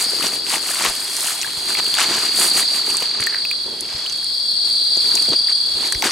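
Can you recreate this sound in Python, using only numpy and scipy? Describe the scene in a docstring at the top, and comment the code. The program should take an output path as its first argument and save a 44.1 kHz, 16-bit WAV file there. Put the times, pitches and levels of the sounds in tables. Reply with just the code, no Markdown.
"""Crickets trill throughout in a forest at night: wing strokes ring gliding tones, smeared by sparse tree echoes.
From the start dry leaf litter, grainy coloured noise, rustles in crowded bursts as someone shifts about,
with ticks, twig knocks, ringing stems and dull bumps, each a decaying resonance blurred by noise.
After three seconds a stick scrapes a hollow thing and the litter calms; towards the end it stirs again.
Far insects and air, a random spectrum with drifting patches, lie under it all."""
import sys
import numpy as np
from scipy import signal
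from scipy.io import wavfile
from scipy.ndimage import uniform_filter1d

SR = 44100
rng = np.random.default_rng(int(sys.argv[2]) if len(sys.argv) > 2 else 0)


def int16_out(signal):
    """Quantize to a 16-bit WAV file."""
    q = np.round(np.clip(np.atleast_2d(signal).T, -1, 1) * 32767)
    wavfile.write(sys.argv[1], SR, q.astype(np.int16))


N = 269847
T = np.arange(N) / SR  # s


def gain_of(db):
    """Decibel law: 20 dB is a tenfold amplitude."""
    return 10 ** (np.asarray(db) / 20)


def evened(x):
    """Normalization to unit root-mean-square amplitude."""
    return x / np.sqrt(np.mean(x ** 2) + 1e-20)


def read(points, hz):
    """Interpolation of a spectrum along logarithmic frequency."""
    f, value = np.transpose(points)
    return np.interp(np.log(hz + 1), np.log(f + 1), value)


def columns(rows):
    """Linear interpolation of each column over the time in the first."""
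    s, *rest = np.transpose(rows)
    return [np.interp(T, s, c) for c in rest]


def sides(db):
    """Stereo placing by level difference: gains of left and right, left louder by db."""
    return gain_of([db / 2, -db / 2])


def colour(x, spectrum):
    """Minimum-phase filtering: gives x a spectrum while clicks keep a sharp front."""
    log_gain = np.log(gain_of(read(spectrum, abs(np.fft.fftfreq(4096, 1 / SR)))))
    # the Hilbert transform of the log gain is the phase of a causal filter
    response = np.exp(np.conj(signal.hilbert(log_gain)))
    taps = np.fft.ifft(response).real[:2048]
    return evened(signal.oaconvolve(x, taps[None], axes=1)[:, :N])


def crickets():
    """Superposition of singers: a near chorus, a slower pair below and a faint high one, direct and echoed."""
    # near chorus: t/s, level/dB, leader against its neighbours/dB
    chorus = [(0.0, -20, 4), (0.46, -24, 2), (0.95, -26, 4), (1.45, -27.5, -9), (1.79, -19.5, 1),
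              (2.11, -20.5, 2.5), (2.57, -17, 0.5), (2.99, -20.5, 2), (3.56, -21.5, 1.5), (3.78, -28, 2.5),
              (4.6, -17.5, 2.5), (5.03, -15.5, 1), (5.52, -16.5, 8.5), (5.68, -18.5, 1), (5.9, -20.5, -2),
              (6.12, -26.5, 9)]
    # neighbours singing in turn with the leader: delay/strokes, level/dB, pitch factor
    neighbours = [(.5, -1, .985), (.27, -5, .95), (.74, -5, 1.0), (.9, -6, .9)]
    # lone singers before their path gains: t/s, slow pair level/dB, high cricket level/dB
    others = [(0, -38, -32.5), (1.3, -33, -35), (2.5, -33.5, -37), (3.3, -36, -38), (4.3, -34, -32.5),
              (5.4, -30.5, -32), (6.12, -33, -34)]
    # chorus as the listener turns: t/s, top of the leader's note f/Hz, left over right/dB
    turn = [(0.2, 4750, 2), (1.4, 4695, 0), (2.2, 4776, -0.5), (3.6, 4739, -1), (4.5, 4700, 1.5),
            (5.4, 4759, .5), (5.9, 4710, 0)]
    # stepwise pace of the leader: from t/s, wing strokes per second
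    pace = [(0, 37.38), (.6, 37.9), (1.2, 37.29), (2.1, 36.12), (2.7, 36.97), (3.3, 35.43), (3.6, 36.64),
            (4.8, 36.32), (5.4, 36.85)]
    level_db, leader_db = columns(chorus)
    slow_db, high_db = columns(others)
    top_hz, pan_db = columns(turn)
    since, per_s = np.transpose(pace)
    per_s_now = per_s[np.searchsorted(since, T, "right") - 1]
    strokes = .58 + np.cumsum(per_s_now) / SR  # part of a stroke is already made at the start

    song = dict(duty=.62, bend=2.3, slip=.012, uneven_db=1.48)
    leader = cricket(strokes, top_hz, drop_hz=598.6, octave_db=-16.5, **song)
    main = gain_of(leader_db) * leader * np.ones((2, 1))
    for behind, db, pitch in neighbours:
        drift = .15 * np.sin(2 * np.pi * (rng.uniform(.3, .7) * T + rng.random()))  # strokes
        voice = cricket(strokes + 1 - behind + drift, top_hz * pitch, drop_hz=800, octave_db=-17.5, **song)
        # an interaural delay of up to two samples places it
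        main += gain_of(db) * np.array([voice, np.roll(voice, rng.integers(-2, 3))])
    echoes = trees(main, t60=0.4)
    main = main + gain_of(-2.5) * (echoes + 0.15 * echoes[::-1])
    running_rms = np.sqrt(uniform_filter1d((main ** 2).mean(0), 9000))
    main = main / running_rms * gain_of(level_db) * sides(pan_db)

    slow = cricket(11.9 * T + .45, 3430, drop_hz=150, duty=.85, bend=.4, early=1.0, flat=.4,
                   slip=.017, uneven_db=1.2)
    slow += .7 * cricket(12.6 * T, 3500, drop_hz=130, duty=.85, bend=.4, slip=.022)  # farther off
    high = cricket(strokes + .4, 5120, drop_hz=90, duty=.7, bend=1.2, slip=.009)
    lone = (slow * gain_of(slow_db) + high * gain_of(high_db))[None]
    return main + gain_of(-9.0) * lone + gain_of(-6.0) * trees(lone, t60=.6)


def cricket(strokes, top_hz, drop_hz, duty, bend=1.8, early=0.95, flat=0.54, slip=0.01989, uneven_db=3.0,
            octave_db=-40):
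    """Stridulation: each closing of the wings rings a note that sags as the scraper slows, with a weak octave."""
    along = np.clip(strokes % 1 / duty, 0, 1)  # progress through the closing
    level_db, pitch = rng.standard_normal((400, 2))[np.floor(strokes).astype(int) + 2].T
    slips = evened(uniform_filter1d(rng.standard_normal(N), 40))  # the scraper crosses the teeth unevenly
    hz = (top_hz - drop_hz * along ** bend) * (1 + slip * (pitch / 3 + slips))
    turns = np.cumsum(hz) / SR
    shape = abs(np.sin(np.pi * along ** early)) ** flat * (along < 1)
    shape = shape * gain_of(uneven_db * level_db)
    octave = gain_of(octave_db) * (0.29 + along ** 2) * np.sin(4 * np.pi * turns)  # grows along the stroke
    return evened(shape * (np.sin(2 * np.pi * turns) + octave))


def trees(x, t60):
    """Scattering: sparse echoes of random sign off trunks and leaves, unlike in each ear, vary as one sways."""
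    out = np.zeros((2, N))
    for k in range(3):  # three echo patterns, modulated in turn
        at = np.arange(100, SR // 3, 20) + rng.integers(0, 20, (2, (SR // 3 - 81) // 20))
        taps = np.zeros((2, SR // 3 + 20))
        echo = rng.choice([-1., 1.], at.shape) * gain_of(-60 * at / SR / t60)
        np.put_along_axis(taps, at, echo, 1)
        sway = np.sqrt(2 / 3) * np.cos(2 * np.pi * (.9 * T + k / 3))
        out += signal.oaconvolve(x * sway, taps / np.linalg.norm(taps[0]), axes=1)[:, :N]
    return out


def rustle():
    """Friction and fracture of leaves: crisp hiss and crunch, both with ringing cracks, and low scuff."""
    # spectra of crisp hiss, crunch and low scuff: f/Hz, relative level/dB
    hiss_spectrum = [(600, -56), (3000, -12.5), (5500, -7), (7000, -1.5), (8800, 4.5), (10500, -1),
                     (13000, -10.5), (15800, -17.5)]
    crunch_spectrum = [(200, -39), (600, -8.5), (1200, 0), (2000, 0), (3000, 0.5), (5000, -1.5), (8000, -3),
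                       (15800, -46)]
    scuff_spectrum = [(25, -39), (60, -12.5), (180, -0.5), (380, 8), (600, -3), (1000, -3), (3000, -87)]
    chip_hz = np.geomspace(6000, 11000, 5)  # small chips that break off
    leaf_hz = np.geomspace(700, 3700, 7)  # leaves of different size
    hiss, crunch, scuff = stirred()
    crisp = colour(grains(6000, spread_db=7.0, apart=0.13), hiss_spectrum)
    crisp = crisp + gain_of(-8.5) * cracking(900, 5.0, chip_hz)
    crushed = colour(grains(3000, spread_db=4.5, apart=0.59), crunch_spectrum)
    crushed = crushed + gain_of(-3.5) * cracking(1800, 5.1, leaf_hz)
    crushed = crushed * gain_of(3.5) * sides(2.1)[:, None]
    scuffed = colour(grains(300, spread_db=1.5, apart=0.09), scuff_spectrum)
    return crisp * hiss + crushed * crunch + scuffed * scuff


def stirred():
    """Addition of powers: every stir swells to its peak and sinks again over the settling of the litter."""
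    # stirs before the mix: peak t/s, rise/s, fall/s, hiss level/dB, crunch level/dB, scuff level/dB
    stirs = [(0.0, .05, 0.1, -22, -29.5, -58), (.13, 0.13, 0.22, -30, -36.5, -80),
             (.26, 0.11, 0.051, -25.5, -28, -32), (.34, 0.094, 0.091, -29.5, -35, -41.5),
             (0.542, 0.11, 0.072, -22, -27, -38), (.7, 0.16, 0.6, -26, -33, -45),
             (0.861, 0.12, 0.071, -27.5, -24, -31.5), (1.29, 0.33, 0.16, -23, -33, -63),
             (1.7, 0.035, 0.049, -28, -30, -40), (1.791, 0.028, 0.023, -51, -27, -34),
             (2.01, 0.06, 0.068, -24, -20, -36.5), (2.14, 0.15, 0.12, -36, -27.5, -32),
             (2.26, 0.36, 0.051, -30, -30, -35), (2.436, 0.13, 0.1, -16.5, -25.5, -31.5),
             (2.58, 0.073, 0.083, -20, -26, -32), (2.76, 0.12, 0.1, -28.5, -33.5, -41.5),
             (2.89, 0.071, 0.19, -30.5, -34.5, -36.5), (3.02, 0.067, 0.11, -33.5, -36, -48),
             (3.22, 0.24, 0.18, -57, -37.5, -41.5), (3.7, 0.086, 0.41, -59, -55, -39),
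             (3.95, 0.19, 0.39, -49, -40, -60), (4.67, 0.043, 0.2, -37.5, -45.5, -48),
             (5.17, 0.4, 0.26, -33.5, -38.5, -41.5), (5.332, 0.028, 0.027, -45, -31.5, -27.5),
             (5.499, 0.019, 0.053, -49, -36, -49), (5.87, 0.2, 0.052, -34.5, -35, -36.5),
             (6.047, 0.016, 0.072, -25, -21.5, -29.5)]
    # faint settling between stirs before the mix: t/s, hiss level/dB, crunch level/dB, scuff level/dB
    settling = [(.4, -56, -50, -41), (1.0, -35.5, -42.5, -45.5), (1.9, -33, -38, -44), (3.1, -47, -44, -47),
                (4.4, -41.5, -53, -59), (5.5, -42.5, -49, -54.5), (6.12, -35, -44, -39)]
    drop_db, roundness = 19.5, 1.505  # drop one rise or fall time from the peak; 1 = pointed, 2 = round
    power = gain_of(columns(settling)) ** 2
    for s, rise_s, fall_s, *peak_db in stirs:
        away = np.where(T < s, (s - T) / rise_s, (T - s) / fall_s)
        envelope = gain_of(-drop_db * away ** roundness)
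        power = power + gain_of(peak_db)[:, None] ** 2 * envelope ** 2
    return np.sqrt(power)


def unequal_snaps(per_s, spread_db):
    """Random impulse process: independent snaps of very unequal size."""
    size_db = spread_db * np.minimum(rng.exponential(1, N), 3.2)
    return (rng.random(N) < per_s / SR) * rng.standard_normal(N) * gain_of(size_db)


def grains(per_s, spread_db, apart):
    """Granular friction: tiny snaps over a smooth rub, with a part that is uncorrelated between the ears."""
    both = evened(unequal_snaps(per_s, spread_db)) + 0.8 * rng.standard_normal(N)
    return both + apart * rng.standard_normal((2, N))


def cracking(per_s, spread_db, notes):
    """Impulse excitation of resonators: sparse cracks each ring briefly at one of the notes."""
    size = unequal_snaps(per_s, spread_db)
    piece, out = rng.integers(0, len(notes), N), 0
    for k, hz in enumerate(notes):
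        ring = signal.iirpeak(hz, 2.83, fs=SR)
        out = out + signal.lfilter(*ring, signal.lfilter(*ring, size * (piece == k)))
    return evened(out)


def leaf_ticks():
    """Brittle fracture: leaf ticks ring high, brief and noisy."""
    # ticks before filtering: t/s, level/dB, centre f/Hz
    ticks = [(0.0105, -11.5, 9850), (0.267, -6, 5700), (1.167, -6, 8700), (1.207, -7, 9400),
             (1.415, -11, 6900), (1.423, -7.5, 8460), (1.9497, -8.5, 9550), (2.904, -10, 8700),
             (2.941, -9, 8600), (2.9692, -1, 8590), (3.2054, -7.5, 9500), (3.2165, -14, 8650),
             (3.239, -11.5, 9550), (3.265, -8.5, 7800), (3.8076, -9, 9800), (4.0974, -14, 6360),
             (4.124, -14, 8060), (4.2446, -11, 8900), (4.9686, -16, 6870), (5.152, -9, 7250),
             (5.154, -3.5, 8750), (5.223, -8.5, 9100), (5.291, -11.5, 7770), (5.875, -14, 9300),
             (5.9236, -3, 8700), (5.9484, -16, 5700), (6.0232, -8, 6160), (6.108, -9, 5760)]
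    return hits(ticks, noisy=1.8, rise_s=.0002, cycles=55., top=1.1, pan_db=-.3)


def twig_knocks():
    """Impact excitation: twigs knocked or snapped ring behind a broad crack."""
    # knocks before filtering: t/s, level/dB, ring f/Hz
    knocks = [(.692, -19, 1240), (.71, -16.5, 1730), (0.8513, -11, 1070), (1.4305, -10.5, 2700),
              (1.4744, -20, 1750), (1.7034, -20, 1560), (1.7513, -8.5, 2250), (1.7718, -12, 2570),
              (1.7877, -12, 2080), (1.7978, -15.5, 920), (1.8646, -14, 3020), (1.941, -3, 3340),
              (2.6268, -18, 1950), (2.944, -17.5, 1130), (3.0244, -11, 2930), (3.199, -18, 1740),
              (3.2245, -12, 2200), (3.292, -24, 1910), (3.3377, -23, 2120), (5.176, -13.5, 2530),
              (5.334, -20, 920), (5.485, -19.5, 2000), (5.9238, -12, 1690), (5.9493, -16, 2140),
              (6.023, -8, 2130), (6.027, -11, 880), (6.041, -10, 2260), (6.056, -20, 1460),
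              (6.108, -14, 2220)]
    return hits(knocks, noisy=.8, rise_s=0.0002, cycles=22.0, top=2.5, pan_db=4.0, crack_db=-9)


def stem_taps():
    """Light damping: hollow dry stems ring clearly when tapped."""
    # taps before filtering: t/s, level/dB, ring f/Hz
    stems = [(1.4455, -14.5, 1660), (3.2698, -7, 1830), (3.4515, -11.5, 2600), (3.5128, -9, 2440),
             (4.063, -10.5, 3080)]
    return hits(stems, noisy=.15, rise_s=0.0003, cycles=40.0, top=2.5, pan_db=3.0, crack_db=-6)


def dull_bumps():
    """Soft contact: bumps of the hand and of feet on soil start slowly and ring low."""
    # bumps before filtering: t/s, level/dB, f/Hz
    bumps = [(.13, -14.5, 468), (.24, -15, 432), (.88, -34, 35), (1.57, -34, 90), (1.793, -17.5, 555),
             (3.02, -12, 504), (3.2, -27, 79.5), (3.94, -29, 65.6), (4.813, -28.5, 279),
             (4.968, -15.5, 385), (5.155, -18, 433), (5.282, -15, 360), (5.296, -18, 205),
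             (5.316, -13, 301.4), (5.8, -24, 360), (5.95, -23, 40), (6.055, -9, 328)]
    return hits(bumps, noisy=2.22, rise_s=0.0061, cycles=14.6, top=4.3, pan_db=1.3)


def hits(rows, noisy, rise_s, cycles, pan_db, top=2.2, crack_db=-60):
    """Damped resonance: each hit rings a note blurred by a burst of noise; a short broad crack opens it."""
    out, t = np.zeros(N + 8000), np.arange(8000) / SR
    for (s, db, hz), noise in zip(rows, rng.standard_normal((len(rows), 8000))):
        burst = evened(uniform_filter1d(noise, max(1, int(SR / hz / 2))))
        tone = np.sin(2 * np.pi * hz * t) + noisy * burst * np.cos(2 * np.pi * hz * t)
        # the added 150 Hz makes low notes die within fewer cycles
        decay = gain_of(db - 60 * t * (hz + 150) / cycles)
        ring = tone * (1 - np.exp(-t / rise_s)) * decay
        band = signal.butter(2, [hz / 2, min(hz * top, SR / 3)], "band", fs=SR)
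        crack = noise * gain_of(db + crack_db - 60 * t / 0.003)
        out[round(s * SR):][:8000] += signal.lfilter(*band, ring) + crack
    return sides(pan_db)[:, None] * out[:N]


def scrape():
    """Stick-slip: uneven slips of a stick dragged over a hollow thing excite one resonance."""
    # scrape: t/s, level/dB
    scrape_level = [(3.0, -90), (3.2, -43), (3.35, -29.5), (3.45, -51), (3.5, -90)]
    slips = grains(400, spread_db=9.0, apart=0.37)
    ringing = evened(signal.lfilter(*signal.iirpeak(1800, 4.5, fs=SR), slips))
    return ringing * gain_of(columns(scrape_level)[0])


def night():
    """Partly coherent diffuse field: far insects and air as random short-time spectra with drifting patches."""
    # night air: f/Hz, relative level/dB
    night_spectrum = [(20, -12), (40, 8), (170, 11), (630, 12), (3000, 2.5), (5500, 5), (6500, -3),
                      (9000, -64)]
    # coherence of the ears: f/Hz, left-right likeness (0 to 1)
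    likeness = [(60, 1), (380, 0.7), (950, 0.22), (2380, 0.31), (5980, 0.074), (15000, 0.95)]
    frames, hz = N // 256 + 5, np.fft.rfftfreq(1024, 1 / SR)
    a, b, c, d, patches = rng.standard_normal((frames, 513, 5)).T
    patches = evened(uniform_filter1d(uniform_filter1d(patches, 12, 0), 14, 1))
    same = np.clip(read(likeness, hz), -1, 1)[:, None]
    left = a + 1j * b
    right = same * left + np.sqrt(1 - same ** 2) * (c + 1j * d)
    level_db = read(night_spectrum, hz)[:, None] + 1.9 * patches
    z = np.array([left, right]) * gain_of(level_db)
    air = signal.istft(z, nperseg=1024, noverlap=768)[1][:, :N]
    return gain_of(-43.5) * evened(air)


def scene():
    """Linear superposition of all sources; short echoes follow the snaps."""
    snaps = leaf_ticks() + twig_knocks() + stem_taps()
    snaps = snaps + gain_of(-8) * trees(snaps, t60=.025)
    return crickets() + rustle() + snaps + dull_bumps() + scrape() + night()


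def record(dry):
    """Saturation and band limiting: peaks clip at full scale, then a low-pass removes the extreme treble."""
    low_pass = signal.firwin(511, 15900, window=("kaiser", 9), fs=SR)  # edge in Hz
    return signal.oaconvolve(np.clip(dry, -1, 1), low_pass[None], "same")


dry = scene()
out = record(dry)
int16_out(out)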